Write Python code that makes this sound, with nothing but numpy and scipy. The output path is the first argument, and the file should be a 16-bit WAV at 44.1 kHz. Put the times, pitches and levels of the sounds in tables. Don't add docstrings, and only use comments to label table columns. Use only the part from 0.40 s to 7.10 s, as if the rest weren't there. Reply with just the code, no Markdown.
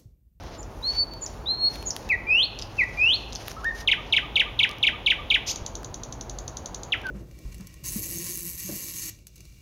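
import sys
import numpy as np
from scipy import signal
from scipy.fft import rfft, irfft
from scipy.io import wavfile
from scipy.ndimage import uniform_filter1d, map_coordinates

SR = 44100
rng = np.random.default_rng(int(sys.argv[2]) if len(sys.argv) > 2 else 0)


def to_linear_factor(level_db):
    exponent = np.asarray(level_db, float) / 20
    return 10 ** exponent


def dump_mix(stems):
    frames = np.atleast_2d(stems).T
    limited = np.clip(frames, -1, 1)
    pcm = np.round(limited * 32767).astype(np.int16)
    wavfile.write(sys.argv[1], SR, pcm)


N = 295470


def rms_one(x):
    return x / np.sqrt(np.mean(x ** 2) + 1e-20)


def at_hz(points, hz):
    table_hz, table_db = np.transpose(points)
    return np.interp(np.log(hz), np.log(table_hz), table_db)


def drift(rate_hz):
    r = np.exp(-2 * np.pi * rate_hz / SR)
    settled = signal.lfilter([1], [1, -2 * r, r * r], rng.standard_normal(N + SR))[SR:]
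    return rms_one(settled)


def coloured(x, spectrum):
    hz = np.maximum(np.arange(N // 2 + 1) * SR / N, 1)
    return rms_one(irfft(rfft(x) * to_linear_factor(at_hz(spectrum, hz)), N))


def resonance(x, hz, width_hz):
    r = np.exp(-np.pi * width_hz / SR)
    top = np.array([1, 0, -1]) * (1 - r * r) / 2
    return signal.lfilter(top, [1, -2 * r * np.cos(2 * np.pi * hz / SR), r * r], x)


def resonance_twice(x, hz, width_hz):
    return resonance(resonance(x, hz, width_hz), hz, width_hz)


# frequency in Hz, level in dB per Hz.
AIR_SPECTRUM = [(20, -25), (32, -4.5), (45, 2), (105, -3), (170, -9), (900, -12), (1900, -27.5),
                (4250, -35), (7000, -38.5), (9000, -48), (10500, -44), (13000, -47.5), (16000, -48.5)]
# pitch in Hz, width in Hz, level in dB, loudest at in seconds, half length in seconds.
ENGINE_DRONES = [
    (47, 10, -48, 3.3, 9.0),
    (105, 14, -50, 2.3, .5),
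    (112, 12, -50, 4.2, .3),
    (122, 14, -52, 5.6, .8),
    (243, 8, -55, 5.65, .2),
]


def far_traffic():
    air_db = -40.5 + 0.4 * drift(1.5)
    out = to_linear_factor(air_db) * coloured(rng.standard_normal(N), AIR_SPECTRUM)
    t = np.arange(N) / SR
    for hz, width_hz, db, loudest_s, half_s in ENGINE_DRONES:
        swell = to_linear_factor(db) * np.exp(-((t - loudest_s) / half_s) ** 2)
        out += swell * rms_one(resonance_twice(rng.standard_normal(N), hz, width_hz))
    return out


# start in seconds, peak in dB, brightness in dB.
TICK_EVENTS = [(0.036, -34.5, -5), (0.554, -33, -9), (0.7369, -32, 0.5), (1.3364, -42, -10.5),
               (1.357, -24.5, -6), (1.4266, -29, -10.5), (1.5644, -19, -19), (1.653, -42, -8),
               (1.6906, -27, -8), (2.439, -32, -18), (2.6152, -43, 0.1), (3.0755, -40, -30),
               (3.082, -17, 1.5), (3.1155, -26, -20), (3.2445, -26, -28), (3.251, -39, -9),
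               (4.276, -40, -22), (4.2923, -25.5, -9), (4.313, -30, -22), (4.3845, -36, 2),
               (5.432, -30, -6), (6.575, -44, -30), (6.617, -37, -13), (6.668, -30, -18), (6.688, -37, -12)]


def ticks():
    out, t = np.zeros(N), np.arange(300) / SR
    bright = signal.butter(2, [8500, 15500], "band", fs=SR, output="sos")
    dull = signal.butter(2, [350, 7400], "band", fs=SR, output="sos")
    for s, low_db, bright_db in TICK_EVENTS:
        snap = rng.standard_normal(300) * np.exp(-t / 0.0008)
        for db, band in [(low_db + bright_db - 3, bright), (low_db + 2.5, dull)]:
            part = signal.sosfilt(band, snap)
            out[round(s * SR):][:300] += to_linear_factor(db) * part / np.abs(part).max()
    return out


# frequency in Hz, level in dB per Hz.
LEAF_SPECTRUM = [(880, -54), (1500, -15), (1810, -14.5), (2450, -17), (6020, -17.5), (7960, -30),
                 (13300, -37), (16400, -46)]
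# centre in seconds, half length in seconds, level in dB, brightness in dB.
RUSTLE_SWELLS = [(0.055, .06, -51, -22), (0.143, 0.022, -47.5, -24), (0.493, 0.12, -59, 0),
                 (0.545, 0.037, -45.5, -19), (0.907, 0.093, -58, -3.5), (1.348, 0.029, -44, -4),
                 (1.433, 0.089, -54, -3.5), (1.587, 0.041, -65, 9), (1.65, 0.045, -52, -13),
                 (2.634, 0.32, -54, -10.5), (3.03, 0.043, -48.5, -8), (3.103, 0.028, -45, -3.5),
                 (3.235, 0.073, -55, -12), (3.388, 0.029, -43.5, -7), (3.716, 0.081, -56, -27),
                 (4.32, 0.015, -55, -9), (6.655, 0.072, -64, -24)]


def undergrowth():
    grains_per_s, unevenness_db, split_hz = 12000, 3.2, 7880
    sizes = to_linear_factor(unevenness_db * np.minimum(rng.exponential(1, N), 5)) * rng.choice([-1, 1], N)
    grains = coloured(sizes * (rng.random(N) < grains_per_s / SR), LEAF_SPECTRUM)
    t, out = np.arange(N) / SR, np.zeros(N)
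    for kind in ["high", "low"]:
        split = signal.butter(4, split_hz, kind, fs=SR, output="sos")
        band = rms_one(signal.sosfilt(split, grains))
        power = np.zeros(N)
        for s, half_s, db, bright_db in RUSTLE_SWELLS:
            band_db = db + bright_db * (kind == "high")
            power += to_linear_factor(band_db) ** 2 * np.exp(-((t - s) / half_s) ** 2)
        out += np.sqrt(power) * band
    return to_linear_factor(2.0 * drift(32)) * out


# multiple of the pitch, level in dB.
PURE_OVERTONES = [(2, -36), (3, -36), (4, -54)]
# frequency in Hz, gain in dB.
NARROW_BEAK = [(2500, 12), (6000, 0.5), (8500, -5.5), (9100, -6), (10600, 4), (12500, -1.5), (16000, -29)]


def narrow_beak(turn, pitch_hz, effort_db, overtone_db):
    growth, full_effort_db = 0.32, -37.5
    push_db = overtone_db + growth * (effort_db - full_effort_db)
    tone = np.sin(turn)
    for k, db in PURE_OVERTONES:
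        gain = to_linear_factor(db + push_db + at_hz(NARROW_BEAK, k * pitch_hz))
        tone = tone + gain * np.sin(k * turn) * (k * pitch_hz < 18000)
    return tone


# frequency in Hz, gain in dB.
WIDE_THROAT = [(1200, -63), (2400, -4), (4000, -1), (6300, 9), (7600, -1), (10500, -22), (12500, -6),
               (16000, -35)]


def wide_beak(turn, pitch_hz):
    tone = 0
    for k in range(1, 19):
        gain = to_linear_factor(at_hz(WIDE_THROAT, k * pitch_hz)) * (k * pitch_hz < 18000)
        tone = tone + gain * np.sin(k * turn + k * k)
    return tone


def add_note(out, rows, overtone_db, wobble):
    s, hz, level_db = np.transpose(rows)
    n = np.arange(round(s[0] * SR), min(round(s[-1] * SR), N))
    t = n / SR
    rounding = min(len(n) // 14, round(0.0045 * SR))
    pitch_hz = uniform_filter1d(np.interp(t, s, hz), size=rounding, mode="nearest") * (1 + wobble[n])
    turn = 2 * np.pi * np.cumsum(pitch_hz) / SR
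    effort_db = np.interp(t, s, level_db)
    if overtone_db is None:
        jitter_rad = 0.16 * drift(300)[n]
        tone = wide_beak(turn + jitter_rad, pitch_hz)
    else:
        tone = narrow_beak(turn, pitch_hz, effort_db, overtone_db)
    edge = np.clip(np.minimum(t - t[0], t[-1] - t) / 0.0015, 0, 1)
    out[n] += np.sqrt(2) * to_linear_factor(effort_db) * edge * tone


def sing(out, shape, times, overtone_db, wobble):
    for s, db, ratio in times:
        rows = np.array(shape) * [1 / 1000, ratio, 1] + [s, 0, db]
        add_note(out, rows, overtone_db, wobble)


def breath(ms, db, attack_ms, release_ms, sag_db):
    end_ms, held_db = ms[-1], db - sag_db
    return np.interp(ms, [0, attack_ms, end_ms - release_ms, end_ms], [db - 17, db, held_db, held_db - 12.5])


def glide(length_ms, from_hz, to_hz, **level):
    ms = np.linspace(0, length_ms, 40)
    return np.transpose([ms, np.interp(ms, [0, length_ms], [from_hz, to_hz]), breath(ms, **level)])


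# time in ms, pitch in Hz, level in dB rms.
SEEP_SHAPE = [(0, 7200, -46), (8, 6950, -31.5), (19.5, 6600, -24), (31.4, 6850, -26), (36.5, 7500, -32.5),
              (46, 8060, -41.5)]
# start in seconds, seep change in dB, flick change in dB, pitch ratio.
HIGH_CALLS = [
    (0.177, -10.5, -10.5, 1.04),
    (.810, 0, 1.5, 1.03),
    (1.453, 2, 8.5, 1.0),
]


def high_calls(out, wobble):
    flick = glide(7.3, 7440, 4230, db=-22.5, attack_ms=4, release_ms=3.5, sag_db=4.5)
    for s, seep_db, flick_db, ratio in HIGH_CALLS:
        sing(out, SEEP_SHAPE, [(s, seep_db, ratio)], -3, wobble)
        sing(out, flick, [(s + 0.0499, flick_db, ratio)], 3, wobble)


# final pitch in Hz, starts lower by Hz, climb time in seconds, creep in Hz per s.
WHISTLE_PITCHES = [
    (4495, 730, .036, 30),
    (4190, 700, .024, 560),
]
# time in seconds, level in dB rms.
WHISTLE_BREATHS = [
    [(0.425, -43), (0.445, -26.5), (0.491, -22.5), (0.535, -39.5), (0.587, -19), (0.634, -19.5),
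     (0.648, -42)],
    [(1.058, -38), (1.072, -27.5), (1.108, -20), (1.166, -37.5), (1.258, -17), (1.284, -18), (1.302, -60)],
]


def whistles(out, wobble):
    for (final_hz, lower_hz, climb_s, creep), swells in zip(WHISTLE_PITCHES, WHISTLE_BREATHS):
        s, db = np.transpose(swells)
        t = np.linspace(0, s[-1] - s[0], 120)
        droop_hz = 90 * np.exp((t - t[-1]) / 0.008)
        hz = final_hz - lower_hz * np.exp(-t / climb_s) + creep * t - droop_hz
        rows = np.transpose([s[0] + t, hz, np.interp(s[0] + t, s, db)])
        add_note(out, rows, -4, wobble)


# time in ms, pitch in Hz, level in dB rms.
SWOOP_SHAPE = [(0, 2725, -44.5), (13.8, 2600, -19), (41.9, 1975, -19.5), (64.6, 1890, -30)]
# start in seconds, change in dB, pitch ratio.
SWOOP_TIMES = [
    (1.690, 0, 0.99),
    (2.378, 0.83, 1.0),
]


def swoops(out, wobble):
    sing(out, SWOOP_SHAPE, SWOOP_TIMES, -6.5, wobble)


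# start in seconds, change in dB, pitch ratio.
RISE_TIMES = [
    (1.867, 0.0091, 0.98),
    (2.572, 0.012, 0.98),
]


def rises(out, wobble):
    start_hz, creep_hz_per_ms, race_hz, race_ms = 2381, 3.5, 848, 30
    break_ms, jump_hz, top_hz_per_ms = 163, 321, 17
    ms = np.linspace(0, 189.4, 120)
    below = np.minimum(ms, break_ms)
    hz = start_hz + creep_hz_per_ms * below + race_hz * np.exp((below - break_ms) / race_ms)
    hz = hz + jump_hz * (ms > break_ms) + top_hz_per_ms * (ms - below)
    dip_db = 2.5 * np.exp(-((ms - break_ms) / 21) ** 2)
    level_db = breath(ms, db=-17.5, attack_ms=44.5, release_ms=12.5, sag_db=0.3) - dip_db
    sing(out, np.transpose([ms, hz, level_db]), RISE_TIMES, -4, wobble)


# start in seconds, peak in dB, ring in Hz.
CLACK_EVENTS = [
    (2.189, -18, 5500),
    (2.1949, -20, 4060),
    (2.216, -21.5, 4720),
    (2.2224, -13.5, 4900),
    (2.9247, -21.5, 4450),
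    (2.93, -22, 5470),
    (2.9516, -17, 5600),
    (2.957, -16, 4600),
]


def clacks():
    out, t = np.zeros(N), np.arange(400) / SR
    for s, db, hz in CLACK_EVENTS:
        burst = rng.standard_normal(400) * np.exp(-t / 0.0011)
        ring = resonance_twice(burst, hz, 2200) + to_linear_factor(-21) * resonance_twice(burst, 10800, 2500)
        out[round(s * SR):][:400] += to_linear_factor(db - 1.5) * ring / np.abs(ring).max()
    return out


# start in seconds, change in dB, pitch ratio.
PEEP_TIMES = [(3.125, 0, 1.0)]


def peep(out, wobble):
    shape = glide(35, 2780, 2900, db=-60, attack_ms=10, release_ms=15, sag_db=1.5)
    sing(out, shape, PEEP_TIMES, 0, wobble)


# time in seconds, pitch in Hz, level in dB rms.
PIPE_NOTES = [
    [(3.165, 1220, -38.5), (3.187, 1365, -42), (3.207, 1056, -53), (3.225, 1110, -41)],
    [(3.226, 1068, -48), (3.252, 1730, -26.5), (3.264, 1840, -24), (3.288, 1840, -22), (3.301, 1850, -27),
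     (3.306, 1760, -32), (3.311, 1800, -26), (3.317, 1800, -35)],
    [(6.635, 1550, -49), (6.645, 1647, -37), (6.661, 1542, -30.5), (6.7, 1470, -32)],
]


def pipes(out, wobble):
    for rows in PIPE_NOTES:
        add_note(out, rows, -4, wobble)


# frequency in Hz, gain in dB.
WINDPIPE_GAIN = [(1150, -17.5), (1480, -21.5), (1820, -10), (2250, -5.5), (3080, 0), (3620, -3.5),
                 (4280, -4.5)]


def chirp(length_ms, fall_hz_per_ms, floor_hz, floor_drift_hz_per_ms, db):
    ms = np.linspace(0, length_ms, 60)
    falling_hz = 3704 + 560 * np.exp(-ms / 1.37) - fall_hz_per_ms * ms
    hz = np.maximum(falling_hz, floor_hz + floor_drift_hz_per_ms * ms)
    fade_db = 6.5 * np.clip(ms - length_ms + 2.8, 0, None) / 2.3
    return np.transpose([ms, hz, db + at_hz(WINDPIPE_GAIN, hz) - fade_db])


# time in ms, pitch in Hz, level in dB rms.
MURMUR_SHAPE = [(0, 1160, -51), (8, 1200, -41), (22, 1235, -38.5), (34, 1100, -54), (43.3, 1230, -49),
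                (56, 1200, -64)]
# start in seconds, hook pitch ratio, murmur delay in seconds.
CHIRP_PAIRS = [
    (3.474, .98, .1),
    (3.724, 1.012, 0.098),
    (3.956, 1.01, .1),
    (4.1899, 1.01, 0.1),
    (4.4274, 1.01, 0.1),
    (4.6613, 1.02, 0.12),
    (4.901, 1.026, 0.05),
]


def chirp_pairs(out, wobble):
    hook = chirp(30, 81, 1691, 23, db=-14)
    fall = chirp(29.5, 88.5, 1385, 4, db=-13)
    for s, hook_ratio, _ in CHIRP_PAIRS:
        sing(out, hook, [(s, 0, hook_ratio)], 0, wobble)
        sing(out, fall, [(s + 0.0397, 0, 1)], 0, wobble)
    for s, _, after_s in CHIRP_PAIRS[:-1]:
        ratio = 1 + 0.021 * rng.standard_normal()
        sing(out, MURMUR_SHAPE, [(s + after_s, 0, ratio)], 0, wobble)


# start in seconds, change in dB, pitch ratio.
FAR_WHISTLE_TIMES = [(3.685, 0, 1.0)]


def far_whistle(out, wobble):
    shape = glide(240, 5190, 5130, db=-65, attack_ms=20, release_ms=120, sag_db=2.5)
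    sing(out, shape, FAR_WHISTLE_TIMES, -20, wobble)


# start in seconds, change in dB, pitch ratio.
BUZZ_TIMES = [(5.062, 0.63, 0.99)]


def buzz(out, wobble):
    length_ms, start_hz, end_hz, bend = 59, 860, 2560, 1.4
    ms = np.linspace(0, length_ms, 40)
    hz = start_hz * (end_hz / start_hz) ** ((ms / length_ms) ** bend)
    level_db = breath(ms, db=-37, attack_ms=15, release_ms=4, sag_db=-5.5)
    sing(out, np.transpose([ms, hz, level_db]), BUZZ_TIMES, None, wobble)


# peak time in seconds, peak in dB.
RATTLE_STROKES = [(5.1589, -22.5), (5.2631, -21.5), (5.3533, -24), (5.4456, -26.5), (5.5426, -24.5),
                  (5.6347, -25), (5.725, -26.5), (5.8106, -25.5), (5.8964, -25.5), (5.9866, -25),
                  (6.0791, -24.5), (6.17, -23.5), (6.2588, -23.5), (6.346, -23), (6.4332, -26)]


def rattle(out, wobble):
    lead_s, gain_db, sag_per_s, scatter = 0.0016, 24.5, 0.024, 0.021
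    high = glide(5.06, 8500, 5100, db=-22.5, attack_ms=2.8, release_ms=2.2, sag_db=-0.5)
    low = glide(4.87, 5300, 2630, db=-31.5, attack_ms=0.15, release_ms=0.5, sag_db=10)
    sum_hz, sum_db = low[:, 1] + high[:, 1], (low[:, 2] + high[:, 2]) / 2 - 14
    mixed = np.transpose([low[:, 0], sum_hz, sum_db])
    for s, db in RATTLE_STROKES:
        ratio = 1 - sag_per_s * (s - RATTLE_STROKES[0][0]) + scatter * rng.standard_normal()
        for shape, overtone_db in [(high, -4), (low, 6), (mixed, 0)]:
            sing(out, shape, [(s - lead_s, db + gain_db, ratio)], overtone_db, wobble)


def thud():
    s, db, hz = 5.2195, -19, 60
    after_s = np.maximum(np.arange(N) / SR - s, 0)
    return -to_linear_factor(db) * np.sin(2 * np.pi * hz * after_s) * np.exp(-after_s / 0.003)


# start in seconds, change in dB, pitch ratio.
LONG_CHIRP_TIMES = [(6.521, 0, 0.96)]


def long_chirp(out, wobble):
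    sing(out, chirp(38.5, 83.5, 1050, 11, db=-17), LONG_CHIRP_TIMES, 0, wobble)


def nightingale():
    out, wobble = np.zeros(N), 0.0018 * drift(46)
    for phrase in [high_calls, whistles, swoops, rises, peep, pipes, chirp_pairs, far_whistle, buzz,
                   rattle, long_chirp]:
        phrase(out, wobble)
    return out + clacks()


# 60 dB decay time in seconds, level in dB, air loss above Hz.
SCATTERERS = [
    (.03, -19.5, 15000),
    (.16, -8.5, 12000),
    (0.502, -14, 5100),
    (1.0, -18.5, 3320),
]


def thicket(x):
    t, echo = np.arange(SR) / SR, np.zeros(SR)
    for t60_s, db, loss_hz in SCATTERERS:
        air_loss = signal.butter(2, loss_hz, fs=SR, output="sos")
        dulled = signal.sosfilt(air_loss, rng.standard_normal(SR))
        echo += to_linear_factor(db - 60 * t / t60_s) * dulled / np.sqrt(t60_s * SR / np.log(1e6))
    onset = np.clip((t - 0.001) / 0.0018, 0, 1)
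    wet = signal.fftconvolve(x, echo * onset)[:N]
    sway_s = 6e-5 * drift(5.8)
    return map_coordinates(wet, [np.arange(N) + SR * sway_s], order=3, mode="nearest")


def scene():
    bird, near = nightingale(), ticks() + thud()
    foliage = signal.butter(1, 6600, fs=SR, output="sos")
    straight = 0.94 * signal.sosfilt(foliage, bird)
    echoes = thicket(bird + 0.3 * near)
    return (straight + near + echoes + undergrowth() + far_traffic())[None]


def top_cut(x):
    return signal.sosfilt(signal.butter(12, 16510, fs=SR, output="sos"), x)


def record(dry):
    notch_hz, notch_width_hz, notch_leak = 7880, 1370, 0.23
    x = signal.sosfilt(signal.cheby2(16, 50, 16480, fs=SR, output="sos"), dry)
    for _ in range(2):
        x = x - (1 - notch_leak) * resonance(x, notch_hz, notch_width_hz)
    return top_cut(x)


dry = scene()
out = record(dry)
dump_mix(out)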